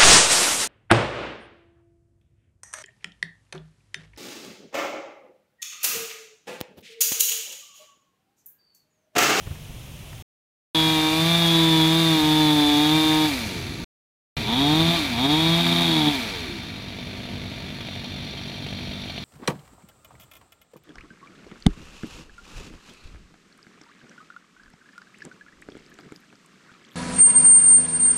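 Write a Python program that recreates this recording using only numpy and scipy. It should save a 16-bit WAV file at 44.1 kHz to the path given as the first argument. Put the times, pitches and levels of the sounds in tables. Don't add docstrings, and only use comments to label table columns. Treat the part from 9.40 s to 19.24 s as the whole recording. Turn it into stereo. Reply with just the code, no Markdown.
import sys
import numpy as np
from scipy import signal
from scipy.fft import rfft, irfft, next_fast_len
from scipy.io import wavfile
from scipy.ndimage import uniform_filter1d, map_coordinates

SR = 44100
rng = np.random.default_rng(int(sys.argv[2]) if len(sys.argv) > 2 else 0)


def wrap_up_sound(samples):
    columns = np.atleast_2d(samples).T
    tamed = np.clip(columns, -1, 1)
    steps = np.round(tamed * 32767).astype(np.int16)
    wavfile.write(sys.argv[1], SR, steps)


N = 433944
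T = np.arange(N) / SR

# (start [s], end [s])
STRETCHES = [(0, .824), (1.348, 4.444), (4.967, 10)]
# (frequency [Hz], gain [dB])
IDLE_SPECTRUM = [(60, -40), (130, -8), (250, -14), (400, 2), (520, -2.5), (690, 3.5), (830, -12.5),
                 (1200, -23), (2300, -5.5), (4000, -10), (6000, -34), (15000, -52)]
UNLOADED = T > STRETCHES[1][1]


def amp(db):
    return 10 ** (np.asarray(db) / 20)


def unit(x):
    return x / np.sqrt(np.mean(x ** 2) + 1e-20)


def steady(x):
    return x / np.sqrt(np.abs(uniform_filter1d(x ** 2, size=4000)) + 1e-12)


def along(points, hz):
    f, v = np.transpose(points)
    return np.interp(np.log(hz + 1), np.log(f + 1), v)


def curve(points):
    return np.interp(T, *np.transpose(points))


def wobble(rate, step=16):
    at = np.arange(0, N + step, step)
    coarse = map_coordinates(rng.standard_normal(int(N * rate / SR) + 4), [at * rate / SR])
    return np.interp(np.arange(N), at, coarse)


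def filtered(x, response):
    size = next_fast_len(N + SR // 2)
    return irfft(rfft(x, size) * response(np.fft.rfftfreq(size, 1 / SR)), size)[..., :N]


def coloured(x, spectrum, size=4096):
    cepstrum = irfft(np.log(amp(along(spectrum, np.fft.rfftfreq(size, 1 / SR)))))
    cepstrum[1:size // 2] *= 2
    cepstrum[size // 2 + 1:] = 0
    impulse = irfft(np.exp(rfft(cepstrum)))
    return signal.oaconvolve(np.atleast_2d(x), impulse[None], axes=1)[:, :N]


def resonate(x, modes):
    return filtered(x, lambda f: sum(
        (-1) ** k * amp(db) * 1j * f * width / (hz * hz - f * f + 1j * f * width)
        for k, (hz, width, db) in enumerate(modes)))


def reflected(x, decay_s=0.044):
    t = T[:SR // 20]
    scatter = rng.standard_normal(len(t)) * amp(-60 * t / decay_s)
    phase = np.angle(rfft(scatter, 2 * len(t)))
    whitened = irfft(np.exp(1j * phase))[:len(t)]
    return np.array([x, signal.oaconvolve(x, whitened)[:N]])


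def strokes(turns, strength, scatter_db, jitter_ms):
    count = np.arange(1, int(turns[-1]))
    late, loud = rng.standard_normal((2000, 2))[count].T
    at = np.interp(count, turns, np.arange(N))
    at = np.clip(at + late * jitter_ms[at.astype(int)] * SR / 1000, 8, N - 10)
    taps = at.astype(int)[:, None] + np.arange(-7, 9)
    offset = taps - at[:, None]
    size = strength[at.astype(int)] * amp(scatter_db * loud)
    shape = np.sinc(offset) * np.cos(np.pi * offset / 16) ** 2
    return np.bincount(taps.ravel(), (size[:, None] * shape).ravel(), N)


def puffs(turns, strength, fade=1.0, floor=1.0):
    flare = floor + strength * np.exp(-(turns % 1) / fade)
    return steady(rng.standard_normal((2, N)) * flare)


def level(speed, wood_db, free_db, doubling_db):
    return amp(np.where(UNLOADED, free_db, wood_db) + doubling_db * np.log2(speed / 160))


def yard():
    # (frequency [Hz], gain [dB])
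    quiet_spectrum = [(12, -20), (20, -14), (146, -4), (172, -13), (301, -23), (347, -22.5), (459, -25),
                      (660, -23), (759, -24), (825, -26), (1150, -25.5), (2750, -26.5), (4060, -31.5),
                      (13200, -37.5), (16000, -40.5)]
    rumble_spectrum = [(15, -31.5), (40, -6), (100, -0.5), (150, -4), (240, -5.5), (350, -10), (600, -24.5),
                       (2000, -67.5)]
    # (time [s], width [s], thud [dB], grit [dB])
    scuff_events = [(0.075, 0.0058, -33.5, -38), (0.117, 0.0076, -29.5, -44), (.157, 0.004, -50, -44),
                    (0.303, 0.006, -36, -55), (0.353, 0.0091, -34, -60), (0.732, 0.003, -53, -39)]
    noise = lambda spectrum: unit(coloured(rng.standard_normal((2, N)), spectrum))
    swell = lambda at_s, width_s: np.exp(-((T - at_s) / width_s) ** 2 / 2)
    quiet = amp(-39.5) * noise(quiet_spectrum)
    gust_db = 7.4 * swell(at_s=5.05, width_s=0.68)
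    rumble = amp(-39.0 + 1.3 * wobble(6) + gust_db) * noise(rumble_spectrum)
    thud = noise([(25, -10), (60, 6), (130, -4.0), (250, -10.0), (600, -27.5), (2000, -62)])
    grit = noise([(150, 1), (400, -9), (1100, 2), (1900, 5), (3500, -25), (15000, -24)])
    scuffs = sum(swell(s, width) * (amp(thud_db) * thud + amp(grit_db) * grit)
                 for s, width, thud_db, grit_db in scuff_events)
    return np.where(T < STRETCHES[1][0], quiet, rumble) + scuffs


def idle_putter(turns, idling):
    soft = strokes(turns, idling, scatter_db=2, jitter_ms=0.17 * idling)
    return amp(-46) * np.sqrt(np.mean(idling)) * unit(coloured(reflected(soft), IDLE_SPECTRUM))


def idle_pops():
    # (time [s], relative level [dB])
    pop_events = [(7.587, -34.5), (7.674, -40), (7.739, -34), (7.804, -33), (7.889, -32), (7.97, -35),
                  (8.055, -33), (8.116, -34), (8.179, -37), (8.407, -30), (8.487, -29), (8.562, -32),
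                  (8.643, -32), (8.877, -35), (8.937, -33), (9.06, -38), (9.143, -37), (9.205, -35),
                  (9.267, -31), (9.328, -32), (9.409, -34), (9.512, -36), (9.698, -30.5), (9.779, -28)]
    t = T[:SR // 30]
    pops = np.zeros(N + SR)
    for s, db in pop_events:
        gas = 0.043 * rng.standard_normal(len(t)) * np.exp(-t / 0.0052)
        gas[0] += 1
        pops[round(s * SR):][:len(t)] += amp(db) * gas
    return amp(33.5) * coloured(reflected(pops[:N]), IDLE_SPECTRUM)


def piston_pump(speed, turns, coasting):
    # (multiple of the crank speed, relative level [dB])
    pump_orders = [(2, -47.5), (3, -45.5), (4, -46), (5, -45.5), (6, -54.5), (8, -63.5)]
    air = sum(amp(db + 2.6 * wobble(20)) * np.sin(2 * np.pi * k * turns + wobble(20))
              for k, db in pump_orders)
    return level(speed, wood_db=-2.5, free_db=-4, doubling_db=-2.5) * coasting * air


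def casing_and_clutch(speed, turns, coasting):
    # (frequency [Hz], width [Hz], gain [dB])
    casing_modes = [(670, 52, -4), (920, 28, -1), (1171, 14, -1), (1373, 23, -8), (2345, 150, 2.5)]
    drum_modes = [(2847, 33, -6.5), (3170, 28, 1), (3380, 78, -5.5), (3548, 24, 5), (3780, 200, -4.5),
                  (4272, 50, 1), (4560, 70, -5.5), (5770, 110, -11)]
    # (time [s], strength over the usual shaking)
    chain_clinks = [(8.407, 1.6), (8.488, 1.8), (8.644, 3), (9.268, 2.5), (9.70, 2.2), (9.779, 2.4)]
    shakes = puffs(turns, amp(2.4 * wobble(45)), fade=0.49, floor=0.45)
    shakes *= 1 + sum(size * (T > s) * np.exp(-np.abs(T - s) / 0.0039) for s, size in chain_clinks)
    casing = (0.57 + 0.5 * coasting) * steady(resonate(shakes, casing_modes))
    slack_db = 3.5 * (T > chain_clinks[0][0])
    drum = amp(slack_db) * steady(resonate(shakes, drum_modes))
    return level(speed, -33, -31.5, 9) * casing + level(speed, -36.5, -32, 7) * drum


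def chain_hiss(speed, turns, charge, racing, idling):
    # (frequency [Hz], gain [dB])
    hiss_spectrum = [(2650, -28.5), (4500, -2), (5140, -8), (5650, -10.5), (6120, -7), (8200, -11.5),
                     (10400, -9.5), (14000, -15), (15100, -13), (16000, -54)]
    clatter_spectrum = [(3000, -28), (4500, -8), (5200, -19.5), (5750, -11.5), (6600, -15), (8800, -24.5),
                        (9700, -21), (10000, -14.5), (10400, -22.5), (11700, -18.5), (13400, -30),
                        (14400, -48), (15500, -28)]
    links = puffs(turns, charge) * amp(0.85 * wobble(300))
    bright = racing * (1 - 0.14 * UNLOADED)
    hiss = bright * unit(coloured(links, hiss_spectrum))
    clatter = (1 - bright) * unit(coloured(links, clatter_spectrum))
    return level(speed, -32.5, -36.5, 9.5) * amp(0.5 * idling) * steady(hiss + clatter)


def engine_rasp(speed, turns, charge):
    # (frequency [Hz], gain [dB])
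    rasp_spectrum = [(200, -14), (400, -26), (540, -6.5), (700, 2.5), (1050, -3), (1500, 0), (2000, 2),
                     (2330, 2.5), (2700, 2), (3050, -7), (3600, 2.5), (4400, 0), (5100, -8), (7000, -35.5)]
    return level(speed, -31, -30.5, 7.5) * steady(coloured(puffs(turns, charge), rasp_spectrum))


def engine_drone(speed, turns, throttle, racing, misfire):
    # (time [s], level [dB])
    first_cut = [(1.36, -31), (1.46, -26.5), (1.71, -37), (1.83, -22.5), (2.74, -23.5), (2.81, -42.5),
                 (2.85, -26.5), (3.14, -26.5), (3.28, -41), (3.56, -24.5), (3.65, -40), (3.72, -29.5),
                 (3.87, -32)]
    first_blips = [(5.12, -41), (5.146, -45), (5.19, -30), (5.488, -21), (5.662, -40), (6.1, -21.5),
                   (6.696, -28.5), (6.72, -32)]
    # (frequency [Hz], gain [dB])
    second_response = [(200, -19.5), (250, -18), (296, -15), (320, -16.5), (330, -18.5), (338, -25)]
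    # (time [s], gain [dB])
    second_cut = [(1.36, -4), (1.65, -3), (1.85, -5), (2.2, 1), (2.65, -1), (3.0, 0.5), (3.3, 0),
                  (3.75, -0.5)]
    first = throttle * amp(curve(np.vstack([first_cut, first_blips])))
    growth_db = np.where(UNLOADED, -1.8, curve(second_cut))
    throttle_db = -8.5 * (1.5 - throttle)
    second = racing * amp(along(second_response, 2 * speed) + growth_db + throttle_db)
    angle = 2 * np.pi * turns
    halfway = 1.07 * misfire * np.sin(1.5 * angle)
    return first * (halfway - np.cos(angle)) - second * np.sin(2 * angle)


def trunk_echo(firings):
    delay_s = 0.002432 + 0.00008 * wobble(3)
    return firings + 0.54 * map_coordinates(firings, [np.arange(N) - delay_s * SR])


def muffler_ring(firings, speed, turns, charge, misfire):
    # (frequency [Hz], width [Hz], gain [dB])
    can_modes = [(3055, 36, -6.5), (3348, 65, 0.5), (3558, 100, 4), (3735, 117, 2), (4000, 64, -3.5)]
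    # (time [s], relative level [dB])
    ring_cut = [(1.36, -22.5), (1.79, -29.5), (1.95, -23), (3.09, -26), (3.34, -24), (3.8, -26.5)]
    gas = (0.28 + 0.5 * misfire) * puffs(turns, charge, fade=0.68, floor=0.41)
    ring = steady(resonate(steady(firings) + gas, can_modes))
    swell_db = np.where(UNLOADED, 0, curve(ring_cut) - np.mean(ring_cut, axis=0)[1])
    return level(speed, -24.5, -25, 5.5) * amp(swell_db) * ring


def exhaust(firings, speed):
    # (frequency [Hz], gain [dB])
    honk_spectrum = [(400, -49.5), (540, -5.5), (620, -1.5), (720, 4), (800, -5), (900, -18.5), (1200, -43)]
    bark_spectrum = [(300, -45), (400, 3), (480, 1.5), (560, -0.5), (760, -19), (860, 5), (940, 9.5),
                     (1080, 2), (1240, -6), (1400, -16.5), (1800, -38.5)]
    buzz_spectrum = [(1000, -34), (1400, -8.5), (1700, 3.5), (2000, -2), (2200, -1), (2370, 13.5),
                     (2550, -10.5), (2850, 3.5), (3100, -5), (4200, -6), (4700, -4.5), (6000, -11),
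                     (9000, -37.5)]
    honk = level(speed, -34.5, -33.5, 3) * unit(coloured(firings, honk_spectrum))
    bark = level(speed, -31.5, -32, 0) * unit(coloured(firings, bark_spectrum))
    buzz = level(speed, -34.5, -43.5, 2.5) * unit(coloured(firings, buzz_spectrum))
    return honk + bark + buzz


def misfiring(ramp_s=0.045):
    # (start [s], end [s], weakening [0-1])
    misfire_spans = [(5.436, 5.628, 0.2), (6.184, 6.74, 0.51)]
    return sum(depth * np.clip(np.minimum(T - start, end - T) / ramp_s, 0, 1)
               for start, end, depth in misfire_spans)


def trigger(open_s=0.11, close_s=0.044):
    # (opens [s], closes [s], depth [0-1])
    trigger_pulls = [(1.104, 3.848, 1), (5.008, 5.553, 0.99), (5.704, 6.689, 0.94)]
    opening = np.zeros(N)
    for opens, closes, depth in trigger_pulls:
        rise = np.clip((T - opens) / open_s, 0, 1)
        opening += depth * rise * np.exp(-np.maximum(T - closes, 0) / close_s)
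    return np.clip(opening, 0, 1)


def crank_speed(coast_s=0.37, sink_hz=30.21, idle_hz=48.37):
    # (time [s], speed [turns/s])
    cut_run = [(1.36, 159.3), (1.51, 158.6), (1.58, 156.5), (1.7, 156.5), (1.79, 160.6), (1.9, 167.7),
               (1.98, 168.9), (2.41, 159.2), (2.48, 160.3), (2.6, 164.7), (2.7, 161.6), (2.82, 153.0),
               (2.99, 154.7), (3.23, 147.7), (3.36, 146.9), (3.56, 156.5), (3.83, 154.9), (3.88, 152.2)]
    coast_run = [(4.96, 123)]
    blip_runs = [
        [(5.05, 98.7), (5.088, 108.0), (5.198, 136.6), (5.222, 140.5), (5.368, 158.5), (5.414, 162.9),
         (5.552, 171.6), (5.57, 166.9)],
        [(5.76, 114.2), (5.842, 134.8), (5.9, 147.0), (5.98, 158.6), (6.19, 169.7), (6.44, 170.4),
         (6.626, 151.1), (6.72, 146.1)],
    ]
    speed = np.full(N, float(cut_run[0][1]))
    for run in [cut_run, coast_run, *blip_runs]:
        momentum = np.exp(-np.maximum(T - run[-1][0], 0) / coast_s)
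        speed = np.where(T >= run[0][0], sink_hz + (curve(run) - sink_hz) * momentum, speed)
    return np.maximum(speed, idle_hz * (1 + 0.015 * wobble(3)))


def chainsaw():
    speed, throttle, misfire = crank_speed(), trigger(), misfiring()
    coasting = np.sqrt(1 - throttle ** 2)
    racing = np.clip((speed - 55) / 80, 0, 1)
    idling = np.clip((62 - speed) / 12, 0, 1)
    turns = np.cumsum(speed * (1 + 0.0006 * wobble(30))) / SR
    ragged = amp((0.45 + 1.2 * UNLOADED) * wobble(90))
    odd_turn = np.floor(turns + 1 / 4) % 2
    charge = ragged * (1 - misfire * odd_turn)
    drone = ragged * engine_drone(speed, turns, throttle, racing, misfire)
    pump = piston_pump(speed, turns, coasting)
    firings = strokes(turns, charge, scatter_db=1.04, jitter_ms=0.0026 + 0.038 * misfire)
    firings = reflected(trunk_echo(firings))
    roar = exhaust(firings, speed) + muffler_ring(firings, speed, turns, charge, misfire)
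    rasp = engine_rasp(speed, turns, charge)
    rattle = casing_and_clutch(speed, turns, coasting)
    hiss = chain_hiss(speed, turns, charge, racing, idling)
    putter = idle_putter(turns, idling)
    low_tones = np.sqrt(2) * reflected(drone + pump)
    return low_tones + throttle * roar + rasp + rattle + hiss + putter


def microphone_pair(mid, side):
    # (frequency [Hz], likeness of the channels [0-1])
    channel_likeness = [(60, .985), (150, .995), (320, .992), (500, .92), (1000, .84), (2000, .66),
                        (3500, .58), (5000, .42), (12000, .25)]
    # (frequency [Hz], left minus right [dB])
    channel_lean = [(150, 0.5), (320, 0.3), (1000, -1.5), (2200, 0.5), (3300, -10), (4800, 2), (9000, -1.5),
                    (15000, -3.5)]
    side = filtered(side, lambda f: np.tan(np.arccos(along(channel_likeness, f)) / 2))
    pair = np.array([mid + side, mid - side])
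    return filtered(pair, lambda f: amp(np.outer([0.5, -0.5], along(channel_lean, f))))


def scene():
    running = T > STRETCHES[0][1] + 0.1
    return microphone_pair(*(running * chainsaw() + idle_pops() + yard()))


def record(dry, top_hz=15900):
    left_lags = [-14, 2, -2]
    left, right = dry
    heard = sum(((T >= start) & (T < end)) * np.array([np.roll(left, lag), right])
                for (start, end), lag in zip(STRETCHES, left_lags))
    return filtered(heard, lambda hz: np.clip((top_hz - hz) / 100, 0, 1))


dry = scene()
out = record(dry)
wrap_up_sound(out)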